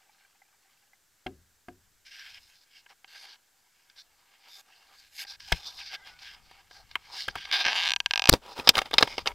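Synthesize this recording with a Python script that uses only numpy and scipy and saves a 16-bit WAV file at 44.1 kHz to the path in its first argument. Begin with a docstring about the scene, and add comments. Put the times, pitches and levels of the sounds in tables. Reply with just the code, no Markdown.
"""Handling noise in a sealed plastic case

A small camera in a sealed case, clamped in a canoe on a calm lake, is handled. Rubbing, knocks and the
stick-slip of the case's joint force the shell's modes; a hard snap follows, with microphone overload around it.
The case also thuds and squeaks as a whole. The hull booms twice as decaying sines, drops plink as short rings,
and filtered noise makes the slow rocking, the hiss and a faint whine."""
import sys
import numpy as np
from scipy.fft import rfft, irfft, next_fast_len
from scipy.io import wavfile
from scipy.ndimage import map_coordinates

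SR = 44100
rng = np.random.default_rng(int(sys.argv[2]) if len(sys.argv) > 2 else 0)


def dump_mix(stems):
    """Bounce the given channels to the path in sys.argv[1] as a 16-bit WAV at rate SR."""
    frames = np.atleast_2d(stems).T  # one column per channel
    limited = np.clip(frames, -1, 1)  # hard clip at full scale
    pcm = np.round(limited * 32767).astype(np.int16)
    wavfile.write(sys.argv[1], SR, pcm)


N = 411894  # length in samples

# Joint creaking fast. Each row: time in seconds, mean slips a second, relative level in dB.
CREAK = [(7.522, 265, -30.5), (7.556, 342, -31.5), (7.585, 400, -37), (7.61, 278, -29.5),
         (7.64, 236, -44.5), (7.69, 254, -31), (7.74, 200, -38), (7.76, 230, -29), (7.85, 150, -30.5),
         (7.884, 150, -27)]
# Single slips of the joint. Each row: time in seconds, relative level in dB.
SINGLE_SLIPS = [(7.514, -23.5), (7.6428, -23), (7.65, -17), (7.6533, -15.5), (7.6618, -17), (7.6657, -14),
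                (7.677, -22), (7.6824, -14), (7.7015, -22), (7.7207, -22), (7.7299, -19), (7.888, -16),
                (7.8955, -15.5), (7.9057, -13.5), (7.9184, -12.5), (7.9358, -13), (7.962, -13),
                (8.0025, -14), (8.0603, -11), (8.1095, -12.5), (8.1361, -11.5), (8.1583, -12.5),
                (8.1764, -13), (8.195, -12), (8.2204, -14), (8.24, -16), (8.2562, -12.5), (8.2732, -13.5),
                (8.2839, -18), (8.29, -7)]
# Where slips bear on the shell. Each row: time in seconds, then low, high and top family in dB.
SLIP_BEARING = [(7.51, -9.5, 0.5, -23), (7.62, -9, -1, -30), (7.66, -8, -7, -42), (7.74, -7, -6, -20),
                (7.9, -14.5, -6, -21), (8.29, -8.5, -6, -19.5)]
# The joint letting go. One row: start in seconds, end in seconds, force in dB.
SNAP = (8.2937, 8.2978, 0)
# Knocks and ticks on the shell. Each row: time in seconds, relative level, low and high family in dB.
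KNOCKS = [(1.265, -29, -20, -25), (1.6843, -40, -10, -31), (2.8614, -44.5, -18, -33),
          (3.0438, -45.5, -9, -15), (3.898, -57, -29, 1), (5.249, -45, -2, -5), (5.403, -40, -21, -8),
          (5.5197, -25.5, 3, -39), (5.5228, -14, -18, -8.5), (6.512, -54, 5, -13), (6.71, -49.5, -2, -7),
          (6.912, -44, -16, -0.5), (6.9548, -21, -9, -33), (7.282, -20.5, -10.5, -38),
          (7.3544, -31, -1, -21), (7.451, -36, -14.5, -8), (8.327, -17, -10, 0), (8.336, -12, -8.5, -9.5),
          (8.596, -30, -5, -16), (8.6731, -17, -6, -3), (8.6778, -16.5, -10, -7), (8.6905, -5, -12.5, -1.5),
          (8.7532, -20.5, -10.5, -7.5), (8.7698, -23, -4, -16), (8.7793, -19.5, -4, -4.5),
          (8.7875, -17.5, -5, -7.5), (8.8167, -26, -5.5, -9), (8.856, -42, -3, -4), (8.9107, -30, -8, -22),
          (8.9325, -32.5, 1, -4), (8.9384, -20, -3, -5.5), (8.982, -7, -12, -7.5), (9.009, -30, 6, -9),
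          (9.0256, -9, -6, -7.5), (9.0736, -28.5, -6, -24), (9.18, -24, -7, -5), (9.1902, -34, -2.5, -14),
          (9.2585, -26, -9.5, -19), (9.2653, -29, -3.5, -12), (9.2723, -17, -14.5, -5),
          (9.315, -42, -6, -16)]
# Strokes of skin and cloth. Each row: start in seconds, length in seconds, crest as a share of the length,
# relative level in dB, then low, high and top family in dB.
STROKES = [(2.051, 0.05, 0.22, -50.5, -25, 1, -23), (2.109, 0.21, 0.31, -46.5, -20.5, -1, -12),
           (2.29, .1, 0.55, -51, -15, -4, -14), (2.39, 0.25, 0.15, -64, -20, 6, 3),
           (2.71, 0.1, 0.56, -57.5, -28, -3, -19), (2.889, 0.042, 0.38, -55.5, -5, -4, -24),
           (3.08, 0.2, 0.52, -49, -14, 1, -6.5), (3.22, 0.14, 0.58, -50, -12, 1.5, -17),
           (3.962, 0.057, 0.43, -53, -16, 4.5, -9), (4.31, 0.055, 0.76, -62.5, -5, -3, -22),
           (4.48, 0.13, 0.49, -53, -10.5, 4.5, -0.5), (4.93, 0.18, 0.39, -59.5, -20, 2, -1),
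           (5.11, .07, 0.89, -59, -16, 7, 7), (5.18, 0.059, 0.39, -42.5, -13, 4.5, -1),
           (5.269, 0.088, 0.46, -49.5, -14, 5, -10), (5.4, 0.29, 0.52, -50.5, -20, 2.5, -7),
           (5.62, 0.18, 0.3, -54.5, -4.5, 11, -1.5), (5.769, 0.14, 0.27, -44.5, -13.5, 4.5, -19),
           (5.909, 0.049, 0.9, -38, -9, -0.5, -12), (6.05, 0.088, 0.26, -52, -1.5, 0, -20),
           (6.19, 0.16, 0.23, -48, -11.5, -0.5, -18), (6.7, .13, 0.47, -60, -1, 2.5, -22),
           (7.122, 0.19, 0.26, -43, -18, 2.5, -25), (7.349, 0.12, 0.19, -44.5, -12, -2.5, -28),
           (7.47, 0.056, 0.76, -42, -6.5, -7, -29), (8.3, 0.065, 0.17, -50.5, -2, 4, -18),
           (8.42, 0.12, 0.35, -60, 14, 4, -20), (8.56, 0.07, 0.33, -47, 5, -2.5, -28),
           (8.64, 0.042, 0.68, -50.5, 7.5, 5, -18), (8.738, 0.098, 0.22, -45.5, 5, -1.5, -23),
           (8.845, 0.042, .3, -58, 9.5, -1, -22), (8.92, 0.054, 0.38, -52, 1, -1, -24),
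           (8.99, 0.069, 0.25, -43, 7, -1, -22), (9.061, 0.16, 0.34, -48.5, -0.5, 0.5, -20),
           (9.26, 0.063, 0.44, -48, 6, -18, -26)]
# A resting hand. Each row: time in seconds, relative level in dB.
RESTING_HAND = [(0, -74.5), (1, -81), (3.5, -74.5), (4.4, -69), (5.1, -67.5), (5.36, -90), (5.5, -63),
                (6.45, -63), (6.86, -62), (7.1, -56), (7.5, -61.5), (7.9, -70), (8.3, -65), (9.34, -62)]
# The resting hand in each family of modes, low to top, in dB.
RESTING_BALANCE_DB = [-6, -2.5, -5, -23.5]
# Squeaks under a sliding finger. Each row: time in seconds, upper and lower mean pitch in Hz, relative level in dB.
SQUEAKS = [(5.82, 2370, 1630, -64), (5.95, 2080, 1566, -60), (6.11, 1980, 1503, -60),
           (6.18, 2280, 1470, -64), (6.27, 1930, 1490, -71)]
# Four families of shell modes, low to top. Each row: centre in Hz, width in Hz, relative level in dB.
SHELL_MODES = [
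    [(783, 88, 3), (960, 65, 2.5), (1190, 233, -2.5)],
    [(1606, 86, 2), (2199, 169, 0.5), (2508, 130, -1.5), (2760, 220, -1), (3222, 258, -1.5)],
    [(3564, 162, -5.5), (4223, 353, -6), (4650, 190, -2), (5065, 338, -4), (5720, 136, -9),
     (6085, 160, -14.5)],
    [(6430, 260, 5), (7520, 950, -2.5), (8840, 650, -7), (11220, 1540, -10.5), (13800, 610, -14)],
]
# Feeding of three modes as the hand shifts. Each row: time in seconds, then 1.6, 2.2 and 3.6 kHz mode in dB.
HAND_SHIFT = [(7.5, -1, 5, 9), (7.63, -2, -1, 9), (7.66, 4, 5.5, -10), (7.72, 0, 0.5, 3),
              (7.79, -5.5, 0, 8), (7.88, -1, -4.5, 9), (7.97, -4.5, -4.5, 2.5), (8.29, -5.5, -5, 2),
              (8.36, -10.5, -4.5, 5), (9.34, -15, 1, 3)]
# Blows on the hull. Each row: time in seconds, relative level in dB.
HULL_BLOWS = [(1.263, -27.5), (1.684, -36)]
# Modes of the hull. Each row: frequency in Hz, relative level in dB, time to fall 60 dB in seconds.
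HULL_MODES = [(44.7, -16, 0.62), (84.7, -7, 0.61), (184.7, -13.5, 0.48), (257.6, 3, 0.2), (363.6, 4, 0.2),
              (730, 10.5, 0.073)]
# Drops plinking against the hull. Each row: time in seconds, relative level in dB, pitch in Hz.
DROPS = [(0.094, -50.5, 845), (0.248, -52.5, 1590), (0.418, -49.5, 2040), (0.932, -50, 2050)]
# Fixed pitches that every drop also sets ringing, in Hz.
PLINK_HZ = [791, 1588, 2065, 2325]
# The boat rocking. Each row: time in seconds, relative level in dB.
ROCKING = [(0, -90), (1.6, -80), (2.1, -77), (2.7, -84), (5, -83), (5.3, -70), (6.9, -66.5), (7.6, -68.5),
           (9.34, -57.5)]
# The case jolted in its clamp. Each row: time in seconds, relative deep level in dB, body above it in dB.
JOLTS = [(5.523, -27.5, -10), (7.357, -48, 7), (7.279, -42, 2.5), (7.659, -54, 21.5), (8.32, -29, 3),
         (8.339, -34, 10), (8.589, -45, 15), (8.687, -42, 17), (8.771, -41, 4), (8.94, -45.5, 13.5),
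         (9.027, -43, 18), (9.269, -48, 4)]
# Spectrum of the hiss. Each row: frequency in Hz, relative density in dB.
HISS_SPECTRUM = [(35, -30), (60, -3.5), (1040, -5), (1620, 1), (2460, -6), (7730, -2), (9100, -7.5),
                 (14900, -7), (15900, -20)]
# Likeness of the two channels of hiss. Each row: frequency in Hz, correlation from 0 to 1.
HISS_LIKENESS = [(60, 0.14), (3770, 0.96), (15000, 0.63)]
# Overloaded microphone sticking. Each row: start in seconds, end in seconds, left offset, spike on entry.
STUCK = [(8.2916, 8.2935, -.1, -.9), (8.2985, 8.301, -.1, -.9), (8.329, 8.3377, .1, .3),
         (8.3382, 8.3388, 0, -.95)]

CONTACT_T60, TAIL_T60 = 0.015, 0.038  # s to fall 60 dB: a contact, and loose parts chattering on after it
TAIL_DB = -16.5  # that chatter relative to the contact
SOFT_S = .00002  # push time in s at a high-family level of 0 dB; duller contacts push longer
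SWELL_DB, EDGE_S = 8.5, 0.013  # fall from a stroke's crest to its ends; s to touch down and lift off
HELD_DB, LOOSE_DB = 2, 14  # body resonance before and after the start of the snap
MUFFLE_DB = -6  # feed of the lowest shell mode once the case is loose in the hand
TOP_HZ = 16000  # band edge, at half amplitude


def amp(db):
    """Decibels are twenty times the logarithm of an amplitude ratio."""
    return 10 ** (np.asarray(db) / 20)


def unit(x):
    """Dividing by the root mean square gives unit power."""
    return x / np.sqrt(np.mean(x ** 2) + 1e-20)


def along(points, hz):
    """Spectral values are interpolated on a logarithmic frequency axis."""
    f, v = np.transpose(points)
    return np.interp(np.log(hz + 1), np.log(f + 1), v)


def curves(rows, silent):
    """Each column is interpolated linearly in time, with the silent value outside the rows."""
    t = np.arange(N) / SR
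    times, *columns = np.transpose(rows)
    return np.array([np.interp(t, times, c, left=silent, right=silent) for c in columns])


def wobble(rate):
    """A spline through independent random knots, rate knots a second, varies smoothly."""
    knots = rng.standard_normal(int(N * rate / SR) + 4)
    return map_coordinates(knots, [np.arange(N) * rate / SR])


def filtered(x, response):
    """Linear filtering is multiplication of the spectrum by a complex response."""
    m = next_fast_len(N + SR // 2)
    return irfft(rfft(x, m) * response(np.fft.rfftfreq(m, 1 / SR)), m)[..., :N]


def resonance(hz, centre, width):
    """A damped resonator has unit gain at its centre and falls off on both sides."""
    damping = 1j * hz * width
    return damping / (centre ** 2 - hz ** 2 + damping)


def joint():
    """Stick-slip friction: each release is an impulse of force with a weaker rebound; fast slips also chatter."""
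    rate, creak_db = curves(CREAK, 0)
    low_db, high_db, top_db = curves(SLIP_BEARING, 0)
    bearing = amp([low_db, np.zeros(N), high_db, top_db])
    phase = np.cumsum(rate * amp(1.5 * wobble(200))) / SR
    releases = np.diff(np.floor(phase), prepend=0) * np.sqrt(SR / (rate + 1))
    # each release bears a little elsewhere
    releases = releases * amp(2.4 * np.array([wobble(300) for _ in SHELL_MODES]))
    chatter = .5 * amp(-14 * (phase % 1)) * rng.standard_normal((4, N))
    force = (releases + 1.7 * chatter) * amp(creak_db) * (rate > 0)
    for s, db in SINGLE_SLIPS:
        force[:, round(s * SR)] += amp(db + 13.5)
    force = force * bearing
    rebound = 0.19 * np.roll(force, round(.0007 * SR), 1)
    return force + rebound


def snap():
    """Sudden release of strain: a few milliseconds of uneven noise excite a broad 3 kHz resonance."""
    t = np.arange(N) / SR
    start, end, force_db = SNAP
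    burst = ((t > start) & (t < end)) * rng.standard_normal(N) * amp(6.4 * wobble(1200))
    return amp(force_db) * filtered(burst, lambda hz: resonance(hz, 3000, 3500))


def knocks():
    """Impact: a ragged force dies away; dull contacts push softly and harder blows reach the top modes."""
    force, t = np.zeros((4, N + SR)), np.arange(SR // 10) / SR
    decay = amp(-60 * t / CONTACT_T60) + amp(TAIL_DB - 60 * t / TAIL_T60)
    dying = decay * np.minimum(1, t / 0.0005)
    ragged = amp(2.96 * np.tile(wobble(500), 2))
    for s, db, low_db, high_db in KNOCKS:
        start = round(s * SR)
        rattle = rng.standard_normal(len(t)) * dying * ragged[start:][:len(t)]
        rattle = rattle / np.linalg.norm(rattle)
        push = np.exp(-t[:SR // 400] / (SOFT_S * amp(-.7 * high_db)))
        soft = np.convolve(rattle, push / np.linalg.norm(push))[:len(t)]
        top_db = 1.33 * high_db + 15 + 0.46 * db
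        levels_db = db + np.array([low_db + 23.0, 16, high_db + 23.0, top_db])
        families = np.array([rattle, soft, rattle, rattle])
        force[:, start:][:, :len(t)] += families * amp(levels_db)[:, None]
    return force[:, :N]


def rubbing():
    """Sliding friction: dense tiny catches are noise of flickering strength, partly common to all families."""
    t = np.arange(N) / SR
    resting = amp(curves(RESTING_HAND, -120)[0] + 4.6 * wobble(8.7))
    power = np.outer(amp(RESTING_BALANCE_DB), resting) ** 2
    for s, length, crest, db, low_db, high_db, top_db in STROKES:
        crest_s = s + np.clip(crest, .05, .95) * length
        knots = [s - EDGE_S, s, crest_s, s + length, s + length + EDGE_S]
        span = slice(*np.searchsorted(t, [knots[0], knots[-1]]))
        swell_db = np.interp(t[span], knots, [-40, -SWELL_DB, 0, -SWELL_DB, -40])
        power[:, span] += np.outer(amp([low_db, 0, high_db, top_db]), amp(db + swell_db)) ** 2
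    together = 1.5 * wobble(30) + 2 * wobble(400)
    own = 2.7 * np.array([wobble(25) for _ in SHELL_MODES])
    flickering = amp(together + own) * rng.standard_normal((4, N))
    grit = np.array([unit(v) for v in flickering])
    grit[-1] = unit(np.diff(grit[-1], 2, prepend=[0, 0]))  # the finest catches are the sharpest
    return np.sqrt(power) * grit


def squeak():
    """Frictional oscillation: two tones waver in pitch and level under the sliding finger."""
    *tones_hz, db = curves(SQUEAKS, -120)
    total = 0
    for hz in tones_hz:
        cycles = np.cumsum(hz * (1 + .03 * wobble(90))) / SR
        total = total + amp(db + 5 * wobble(30)) * np.sin(2 * np.pi * cycles)
    return total


def shell(forces):
    """Modal superposition: each force rings one family, and each mode is fed more or less as the grip moves."""
    m = next_fast_len(N + SR // 2)
    f, total = np.fft.rfftfreq(m, 1 / SR), 0
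    low, middle, high, _ = SHELL_MODES
    muffle_db = MUFFLE_DB * (np.arange(N) / SR > SNAP[0])
    feed_db = dict(zip([middle[0], middle[1], high[0], low[0]], [*curves(HAND_SHIFT, 0), muffle_db]))
    for force, modes in zip(forces, SHELL_MODES):
        # neighbouring modes alternate in sign
        rings = [(-1) ** k * amp(db) * resonance(f, centre, width)
                 for k, (centre, width, db) in enumerate(modes)]
        scale = np.sqrt(np.mean(np.abs(sum(rings)) ** 2))
        for ring, mode in zip(rings, modes):
            fed = force * amp(feed_db.get(mode, 0) + 1.96 * wobble(9))
            total = total + ring / scale * rfft(fed, m)
    return irfft(total, m)[:N]


def body(force):
    """Forced resonance: the whole case thuds dully near 520 Hz, more strongly once loose."""
    gain = amp(np.where(np.arange(N) / SR > SNAP[0], LOOSE_DB, HELD_DB))
    return filtered(gain * force, lambda hz: resonance(hz, 520, 330))


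def hull():
    """Free vibration: struck panels ring in low modes that decay exponentially and waver in phase."""
    out, t = np.zeros(N + SR), np.arange(SR // 2) / SR
    for s, db in HULL_BLOWS:
        for hz, mode_db, t60 in HULL_MODES:
            drift = 0.052 * np.cumsum(rng.standard_normal(len(t)))
            decay = amp(db - 13.5 + mode_db - 60 * t / t60)
            out[round(s * SR):][:len(t)] += decay * np.sin(2 * np.pi * hz * t + drift)
    return out[:N]


def drips():
    """Damped ringing: each drop sounds its own pitch and a few fixed ones; a faint early patter thins out."""
    chance = rng.random((90, 3))
    # columns as in DROPS, within the first 0.9 s
    faint = np.transpose([.9 * chance[:, 0] ** 1.3, -72 + 12 * chance[:, 1], 700 + 2400 * chance[:, 2]])
    out, t = np.zeros(N + SR), np.arange(SR // 20) / SR
    rings = np.sin(2 * np.pi * np.outer(PLINK_HZ, t))
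    for s, db, hz in [*DROPS, *faint]:
        swell = amp(db + 2.5 - 60 * t / 0.029) * (1 - np.exp(-t / 0.0026))
        others = amp(-8 + 4 * rng.standard_normal(len(rings))) @ rings
        out[round(s * SR):][:len(t)] += swell * (np.sin(2 * np.pi * hz * t) + others)
    return out[:N]


def rocking():
    """Low-passed noise gives slow pressure lumps; decaying noise gives jolts, the deep part stronger at left."""
    lumps = amp(3.5 * wobble(5.9)) * rng.standard_normal(N)
    lumps = unit(filtered(lumps, lambda hz: hz / (hz + 25) / (1 + (hz / 60) ** 2)))
    lumps = lumps * amp(curves(ROCKING, -120)[0])
    shake, t = np.zeros((2, N + SR)), np.arange(SR // 4) / SR
    for s, db, body_db in JOLTS:
        shake[:, round(s * SR):][:, :len(t)] += amp(db + np.array([[0], [body_db]]) - 60 * t / 0.092)
    shake = shake[:, :N] * rng.standard_normal((2, N))
    deep = filtered(shake[0], lambda hz: 1j * hz / (30 + 1j * hz) / (1 + 1j * hz / 90) ** 2)
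    thud = amp(11.5) * filtered(shake[1], lambda hz: resonance(hz, 330, 350))
    return amp([[3], [-8]]) * (lumps + amp(30.0) * deep) + thud


def hiss():
    """Partial coherence: sum and difference of two noises give microphone hiss and faint water in stereo."""
    def mid_side(hz):
        turn = np.arccos(np.clip(along(HISS_LIKENESS, hz), -1, 1)) / 2
        return amp(along(HISS_SPECTRUM, hz)) * [np.cos(turn), np.sin(turn)]

    mid, side = filtered(rng.standard_normal((2, N)), mid_side)
    return amp(-69.0) * unit(np.array([mid + side, mid - side]))


def whine():
    """Narrow-band noise: the electronics give a faint hiss around 7.8 kHz."""
    band = filtered(rng.standard_normal(N), lambda hz: 1 / (1 + ((hz - 7800) / 120) ** 2))
    return amp(-91.0) * unit(band)


def scene():
    """Linear superposition: the sounds of case, hull, boat and background add."""
    handling = rubbing() + knocks()
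    case = shell(handling + joint()) + body(handling[0])
    case = case + snap() + squeak() + drips() + whine()
    return case + hull() * amp([[1], [-1]]) + rocking() + hiss()


def record(dry):
    """Overload: spikes and held offsets replace the signal, peaks clip, and the band ends sharply."""
    t, out = np.arange(N) / SR, dry.copy()
    for start, end, left_offset, spike in STUCK:
        out = np.where((t > start) & (t < end), [[left_offset], [0]], out)
        peak_s = start - .0003
        fade_s = np.where(t < peak_s, .0001, .0003)
        out = out + spike * np.exp(-np.abs(t - peak_s) / fade_s)
    out = np.clip(out, -.9, .9) - .0001  # tiny steady offset
    return np.clip(filtered(out, lambda hz: 1 / (1 + (hz / TOP_HZ) ** 120)), -1, 1)


dry = scene()
out = record(dry)
dump_mix(out)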